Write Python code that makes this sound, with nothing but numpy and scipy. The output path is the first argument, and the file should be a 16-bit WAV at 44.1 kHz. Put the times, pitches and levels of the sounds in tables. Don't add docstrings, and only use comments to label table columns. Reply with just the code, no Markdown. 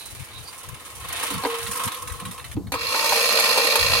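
import sys
import numpy as np
from scipy import signal
from scipy.fft import rfft, irfft, next_fast_len
from scipy.io import wavfile

SR = 44100
rng = np.random.default_rng(int(sys.argv[2]) if len(sys.argv) > 2 else 0)


def generate_wav(sig):
    pcm = np.round(np.clip(np.atleast_2d(sig).T, -1, 1) * 32767).astype(np.int16)
    wavfile.write(sys.argv[1], SR, pcm)


N = 176400
TIME = np.arange(N) / SR
ROLL_END_S, PUSH_START_S = 2.55, 2.725


def from_db(db):
    return 10 ** (np.asarray(db) / 20)


def rms_one(x):
    return x / np.sqrt(np.mean(x ** 2) + 1e-20)


def curve(rows):
    return np.interp(TIME, *np.transpose(rows))


def swell(t_s, sigma_s):
    return np.exp(-.5 * np.minimum(((TIME - t_s) / sigma_s) ** 2, 100))


def colour(x, spectrum, share=1):
    size = next_fast_len(N + SR // 2, True) // 2 * 2
    hz, db = np.transpose(spectrum)
    bins_hz = np.fft.rfftfreq(size, 1 / SR)
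    gain = from_db(share * np.interp(np.log(bins_hz + 1), np.log(hz), db))
    if share == 1:
        gain = rms_one(gain)
    cepstrum = irfft(np.log(gain))
    cepstrum[1:size // 2] *= 2
    cepstrum[size // 2 + 1:] = 0
    return irfft(rfft(x, size) * np.exp(rfft(cepstrum)))[..., :N]


def spread(x, lag_ms, scatter_db, t60_s):
    x, t = np.broadcast_to(x, (2, N)), TIME[:SR // 2]
    tails = rng.standard_normal((2, len(t))) * from_db(-60 * t / t60_s) * (t > .001)
    tails /= np.sqrt(np.sum(tails ** 2, axis=1, keepdims=True))
    direct = np.array([x[0], np.roll(x[1], round(lag_ms * SR / 1000))])
    scatter = signal.fftconvolve(x, tails, axes=1)[:, :N]
    wet = from_db(scatter_db)
    return (direct + wet * scatter) / np.sqrt(1 + wet ** 2)


def grit(per_s, spread_db, smooth, alike):
    sizes = from_db(spread_db * np.minimum(rng.exponential(1, (3, N)), 3.5))
    signs = rng.choice([-1, 1], (3, N))
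    contacts = rms_one(sizes * signs * (rng.random((3, N)) < per_s / SR))
    x = np.sqrt(1 - smooth) * contacts + np.sqrt(smooth) * rng.standard_normal((3, N))
    return np.sqrt(alike) * x[0] + np.sqrt(1 - alike) * x[1:]


def blows(rows, column, decay_s):
    out = np.zeros(N)
    for row in rows:
        age = TIME[:N - int(row[0] * SR)]
        out[-len(age):] += from_db(row[column]) * np.exp(-np.minimum(age / decay_s, 20))
    return out * rng.choice([-1, 1], N)


def pings(hits, low_hz, high_hz, decay_s, count):
    out, age = np.zeros(N + SR), TIME[:SR // 5]
    for (t_s, db), (pitch, phase) in zip(hits, rng.random((len(hits), 2, count, 1))):
        hz = low_hz * (high_hz / low_hz) ** pitch
        partials = np.sin(2 * np.pi * (hz * age + phase)).sum(axis=0) * np.sqrt(2 / count)
        out[int(t_s * SR):][:len(age)] += from_db(db) * partials * np.exp(-age / decay_s)
    return out[:N]


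AIR_SPECTRUM = [(25, -14), (100, -6.5), (300, 2), (1000, -0.5), (2000, -21), (6000, -14.5), (16000, -19.5)]  # f/Hz, rel. level/dB
def air():
    noise = colour(rng.standard_normal(N), AIR_SPECTRUM)
    return from_db(-52.5) * spread(noise, lag_ms=0, scatter_db=-17.5, t60_s=.29)


# t/s, left level/dB, right level/dB, sigma/s
WIND_BUFFETS = [(0.126, -37.5, -76, 0.036), (0.216, -28, -68, 0.012), (0.395, -36.5, -68, 0.042),
                (0.715, -31.5, -69, 0.034), (1.05, -39, -43, 0.071), (1.676, -40, -39.5, 0.044),
                (2.12, -31, -60, 0.052), (2.608, -37, -53, 0.16), (3.858, -26.5, -67, 0.033),
                (3.975, -25.5, -60, 0.043)]
WIND_SPECTRUM = [(20, -32), (50, -2.5), (90, 4.5), (130, -1.5), (200, -19.5), (600, -42)]  # f/Hz, rel. level/dB
def wind():
    gusts = sum(from_db([[left], [right]]) * swell(t_s, sigma_s)
                for t_s, left, right, sigma_s in WIND_BUFFETS)
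    return (from_db(-57) + gusts) * colour(rng.standard_normal((2, N)), WIND_SPECTRUM)


# t/s, level/dB, sigma/s
TURF_THUMPS = [(1.368, -29, 0.028), (1.701, -35, 0.012), (1.869, -27.5, 0.01), (2.229, -35, 0.0056),
               (2.275, -33.5, 0.03), (2.578, -28.5, 0.021), (2.677, -33, 0.026), (2.832, -43.5, 0.018)]
TURF_SPECTRUM = [(25, -23), (70, 10), (110, 24), (160, 17), (230, 13.5), (600, -52)]  # f/Hz, rel. level/dB
def turf_thumps():
    envelope = sum(from_db(db) * swell(t_s, sigma_s) for t_s, db, sigma_s in TURF_THUMPS)
    rumble = colour(rng.standard_normal(N), TURF_SPECTRUM)
    return envelope * spread(rumble, lag_ms=0, scatter_db=0, t60_s=.18)


# t/s, sigma/s, f/Hz, level/dB
BLADE_SQUEAKS = [(0.012, 0.065, 3990, -47.5), (0.238, 0.071, 2270, -51), (.37, 0.035, 3740, -45.5),
                 (0.475, 0.018, 4670, -44)]
def squeaks():
    out = 0
    for t_s, sigma_s, hz, db in BLADE_SQUEAKS:
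        band = signal.lfilter(*signal.iirpeak(hz, Q=1 / .047, fs=SR), rng.standard_normal(N))
        out = out + from_db(db) * swell(t_s, sigma_s) * rms_one(band)
    return spread(out, lag_ms=-.05, scatter_db=-5, t60_s=.08)


# t/s, tick rel. level/dB, clack level/dB
PAWL_CLICKS = [(.687, -34, -47), (0.745, -37, -45), (1.085, -29, -42), (1.127, -26, -34),
               (1.228, -28.5, -29.5), (1.308, -29, -33.5), (1.336, -27.5, -38), (1.628, -34, -40),
               (1.664, -41, -29), (1.714, -29, -35), (1.732, -28.5, -31), (1.757, -38, -44),
               (1.772, -24, -51), (1.854, -24, -39), (1.875, -26, -31), (1.918, -28, -32.5),
               (1.944, -29.5, -37), (2.022, -30, -46), (2.074, -30, -36), (2.099, -37, -33),
               (2.121, -32.5, -40), (2.2, -34.5, -37.5), (2.252, -32, -34), (2.311, -33.5, -39.5),
               (2.379, -38, -38), (2.397, -50, -37), (2.443, -43, -34), (2.514, -35.5, -37.5),
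               (2.67, -48, -44.5)]
def pawls():
    tinkle = pings([(t_s, db - 3) for t_s, db, _ in PAWL_CLICKS],
                   low_hz=8530, high_hz=12070, decay_s=.0093, count=10)
    tick = from_db(-2) * colour(blows(PAWL_CLICKS, column=1, decay_s=.0057), SWISH_SPECTRUM)
    clack = pings([(t_s, db) for t_s, _, db in PAWL_CLICKS],
                  low_hz=1106, high_hz=4296, decay_s=.013, count=24)
    return (spread(tick + tinkle, lag_ms=-.04, scatter_db=0, t60_s=.017)
            + spread(clack, lag_ms=.04, scatter_db=-8, t60_s=.07))


# f/Hz, rel. level/dB, t60/s
FRAME_MODES = [(464, 6.5, 0.76), (808, 2, 0.36), (1052, 6, 0.1), (1197, -5, 0.22), (1285, 7, 0.085),
               (1732, 0, 0.17), (1895, -19, .6), (2500, 2, 0.13), (2660, 2, 0.18)]
def frame_ring(force, contact_hz):
    drive = signal.lfilter(*signal.butter(2, contact_hz, fs=SR), force + 1e-18)
    out = 0
    for hz, db, t60_s in FRAME_MODES:
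        radius, angle = from_db(-60 / (t60_s * SR)), 2 * np.pi * hz / SR
        mode = signal.lfilter([.5, 0, -.5], [1, -2 * radius * np.cos(angle), radius ** 2], drive)
        out = out + from_db(db) * np.sqrt(1 - radius ** 2) * mode
    return out / 2


# t/s, then thud, clank, tick rel. level/dB
KNOCK_HITS = [(1.210, -48, -35, -44), (1.232, -44, -25, -39), (1.303, -29.5, -31, -28),
              (1.436, -34, -22, -30.5), (1.450, -33.5, -14, -53), (2.566, -22.5, -35.5, -62),
              (2.720, -32, -23.5, -22), (2.739, -53, -19.5, -28), (2.945, -60, -19, -36),
              (3.121, -48, -12, -24), (3.397, -47, -25, -14), (3.574, -40.5, -16.5, -17),
              (3.642, -40, -24, -21), (3.755, -45, -23, -14)]
THUD_SPECTRUM = [(60, -5), (170, -16.5), (285, 10), (360, 3), (550, -16), (1500, -65)]  # f/Hz, rel. level/dB
CLANK_SPECTRUM = [(200, -41), (350, 4.5), (480, 14.5), (660, 1), (810, 14), (1060, 9), (1400, 1.5),
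                  (4000, -11), (7000, -25)]
def knocks():
    thud = blows(KNOCK_HITS, column=1, decay_s=.022)
    clank = blows(KNOCK_HITS, column=2, decay_s=.01)
    tick = blows(KNOCK_HITS, column=3, decay_s=.008)
    ring = from_db(-2.5) * frame_ring(clank, contact_hz=596)
    body = colour(thud, THUD_SPECTRUM) + colour(clank, CLANK_SPECTRUM) + ring
    edge = colour(tick, SHEAR_SPECTRUM) + from_db(-4) * colour(tick, HISS_SPECTRUM)
    return (spread(body, lag_ms=.04, scatter_db=-9, t60_s=.06)
            + spread(edge, lag_ms=.22, scatter_db=0, t60_s=.047))


# t/s, blade passes/Hz
PASS_RATE = [(0, 20.85), (.25, 22.2), (.7, 17.91), (.95, 19.96), (1.2, 29.08), (1.55, 22.91), (1.85, 24.83),
             (2.05, 16.96), (2.3, 16.76), (2.55, 12.84), (2.6, 0), (2.72, 0), (2.8, 48), (2.95, 59),
             (3.3, 61.5), (3.55, 56.5), (4, 56)]
def blade_passes(attack, decay, floor, uneven_db):
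    passes = np.cumsum(curve(PASS_RATE)) / SR + .85
    blade, phase = passes.astype(int), passes % 1
    bite = np.minimum(phase / attack, 1) * np.exp(-np.maximum(phase - attack, 0) / decay)
    strength = from_db(uneven_db * (2 * rng.random(blade[-1] + 1) - .5))
    return rms_one(floor + bite * strength[blade])


GEAR_LEVEL = [(0, -62), (.5, -50.5), (.7, -48), (.95, -49.5), (1.25, -35.5), (1.55, -34.5), (1.63, -45),
              (1.8, -30), (2.0, -40.5), (2.4, -44), (2.52, -67), (2.71, -62), (2.745, -25.5), (2.8, -39),
              (2.95, -31), (3.3, -45)]
GEAR_SPECTRUM = [(150, -31), (320, -0.5), (390, -32), (490, 8.5), (700, -34), (920, 0.5), (1050, 9.5),
                 (1290, 6.5), (1450, -22), (3000, -21)]
def gears():
    rattle = grit(per_s=700, spread_db=3.1, smooth=.36, alike=.93) * from_db(curve(GEAR_LEVEL))
    rattle *= blade_passes(attack=.12, decay=.15, floor=.79, uneven_db=2)
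    ring = from_db(-15.5) * frame_ring(rattle, contact_hz=1330)
    return spread(colour(rattle, GEAR_SPECTRUM) + ring, lag_ms=.03, scatter_db=-3, t60_s=.064)


SCRAPE_LEVEL = [(0, -47), (.98, -46.5), (1.13, -33), (1.26, -31), (1.4, -38), (1.53, -33.5), (1.72, -41),
                (1.81, -33), (1.95, -43), (2.4, -48.5), (2.55, -48.5)]
SCRAPE_SPECTRUM = [(250, -8.5), (600, -12), (900, 2.5), (1700, 6), (2500, 8), (3300, 7.5), (4200, -2),
                   (5400, -8), (9000, -32)]
def blade_scrape(gate):
    scrape = grit(per_s=1500, spread_db=3.5, smooth=.43, alike=.54) * from_db(curve(SCRAPE_LEVEL))
    scrape *= gate * blade_passes(attack=.049, decay=.42, floor=1, uneven_db=5)
    clink_s = rng.uniform(0, ROLL_END_S, size=150)
    clink_db = np.interp(clink_s, *np.transpose(SCRAPE_LEVEL)) - 3
    clinks = pings(list(zip(clink_s, clink_db)), low_hz=555, high_hz=4540, decay_s=.014, count=4)
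    return spread(colour(scrape, SCRAPE_SPECTRUM) + clinks, lag_ms=-.04, scatter_db=-3.5, t60_s=.14)


SWISH_LEVEL = [(0, -40.5), (.09, -44.5), (.3, -47), (.55, -42), (.7, -47.5), (1.0, -42.5), (1.25, -32),
               (1.42, -37), (1.85, -33), (1.92, -41.5), (2.35, -44), (2.49, -46.5)]
SWISH_SPECTRUM = [(3000, -41), (5000, -4), (6500, -2), (7700, -3), (9300, 3.5), (10200, 1.5), (11200, 0),
                  (13000, -7), (16000, -8)]
def blade_swish(gate):
    swish = grit(per_s=2000, spread_db=4.9, smooth=.4, alike=.063) * from_db(curve(SWISH_LEVEL))
    swish *= gate * blade_passes(attack=.025, decay=.67, floor=.43, uneven_db=5)
    return spread(colour(swish, SWISH_SPECTRUM), lag_ms=-.04, scatter_db=-5.5, t60_s=.017)


# t/s, sigma/s, level/dB
FRAME_NOTES = [(3.045, 0.092, -32.5), (3.536, 0.083, -35), (3.764, 0.036, -36.5)]
def frame_song(pitch_hz=906, waver_hz=7, wavers_per_s=60):
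    envelope = sum(from_db(db) * swell(t_s, sigma_s) for t_s, sigma_s, db in FRAME_NOTES)
    waver = np.interp(TIME * wavers_per_s, np.arange(2000), rng.standard_normal(2000))
    cycles = np.cumsum(pitch_hz + waver_hz * waver) / SR
    return envelope * np.sqrt(2) * np.sin(2 * np.pi * cycles)


FRAME_LEVEL = [(2.78, -42), (2.96, -27), (3.55, -22.5), (4.0, -23.5)]  # t/s, rel. level/dB
FRAME_SPECTRUM = [(50, -80), (200, -12), (410, -15), (480, 8.5), (620, 1), (750, -2.5), (900, -7),
                  (1050, -4), (1220, 4.5), (1420, -12.5), (2000, -21.5), (4000, -28)]
def frame_rattle(drive):
    rattle = grit(per_s=1200, spread_db=5.1, smooth=.24, alike=.97)
    rattle *= from_db(curve(FRAME_LEVEL) - 4.5) * drive ** .84
    ring = from_db(-6.5) * frame_ring(rattle, contact_hz=6000)
    return spread(colour(rattle, FRAME_SPECTRUM) + ring, lag_ms=.053, scatter_db=-7.5, t60_s=.058)


# t/s, rel. 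level/dB
HISS_LEVEL = [(2.765, -70), (2.795, -41.5), (2.92, -32.5), (3.1, -28.5), (4.0, -30.5)]
SHEAR_LEVEL = [(2.76, -36.5), (2.82, -30.5), (2.95, -26.5), (3.25, -23.5), (4.0, -23)]
# f/Hz, rel. level/dB
HISS_SPECTRUM = [(3500, -21), (5200, 0.5), (5700, -2.5), (6450, 1), (7700, -8), (9400, -4), (10400, -6.5),
                 (11300, 0.5), (13000, -9.5), (16000, -18)]
SHEAR_SPECTRUM = [(700, -54), (1500, -9.5), (2100, -12), (2330, -1), (2600, 0), (2900, -10), (3450, -10),
                  (3900, -9), (4300, -6), (4900, -9.5), (5600, -20), (9000, -28)]
def reel_whir(drive):
    hiss = grit(per_s=4000, spread_db=3.2, smooth=.28, alike=.35)
    hiss *= from_db(curve(HISS_LEVEL) + 2) * drive ** .77
    shear = grit(per_s=3500, spread_db=5.8, smooth=.33, alike=.45)
    shear *= from_db(curve(SHEAR_LEVEL) + 1) * drive
    return (spread(colour(shear, SHEAR_SPECTRUM), lag_ms=.3, scatter_db=0, t60_s=.06)
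            + spread(colour(hiss, HISS_SPECTRUM), lag_ms=.3, scatter_db=-.5, t60_s=.056))


def scene():
    roll_gate = np.clip((ROLL_END_S - TIME) / .007, 0, 1)
    push_gate = np.clip((TIME - PUSH_START_S) / .012, 0, 1)
    drive = push_gate * blade_passes(attack=.26, decay=.46, floor=.6, uneven_db=3.5)
    background = air() + wind() + turf_thumps()
    parts = squeaks() + pawls() + knocks() + gears()
    roll = blade_scrape(roll_gate) + blade_swish(roll_gate)
    push = frame_song() + frame_rattle(drive) + reel_whir(drive)
    return background + parts + roll + push


# f/Hz, rel. left minus right level/dB
PORT_CONTRAST = [(300, -1.5), (700, 1.5), (1100, -2), (1700, 7), (2300, 1.5), (3200, 0), (3700, -8),
                 (4600, -9), (5500, -1), (6800, 6), (8500, -6.5), (10500, -1.5), (11600, -6.5), (13000, -2),
                 (16000, 0)]
def record(dry, cutoff_hz=15900):
    left = colour(dry[0], PORT_CONTRAST, share=.52)
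    right = colour(dry[1], PORT_CONTRAST, share=-.73)
    lowpass = signal.ellip(12, .1, 80, cutoff_hz, fs=SR, output="sos")
    return signal.sosfilt(lowpass, np.array([left, right]))


dry = scene()
out = record(dry)
generate_wav(out)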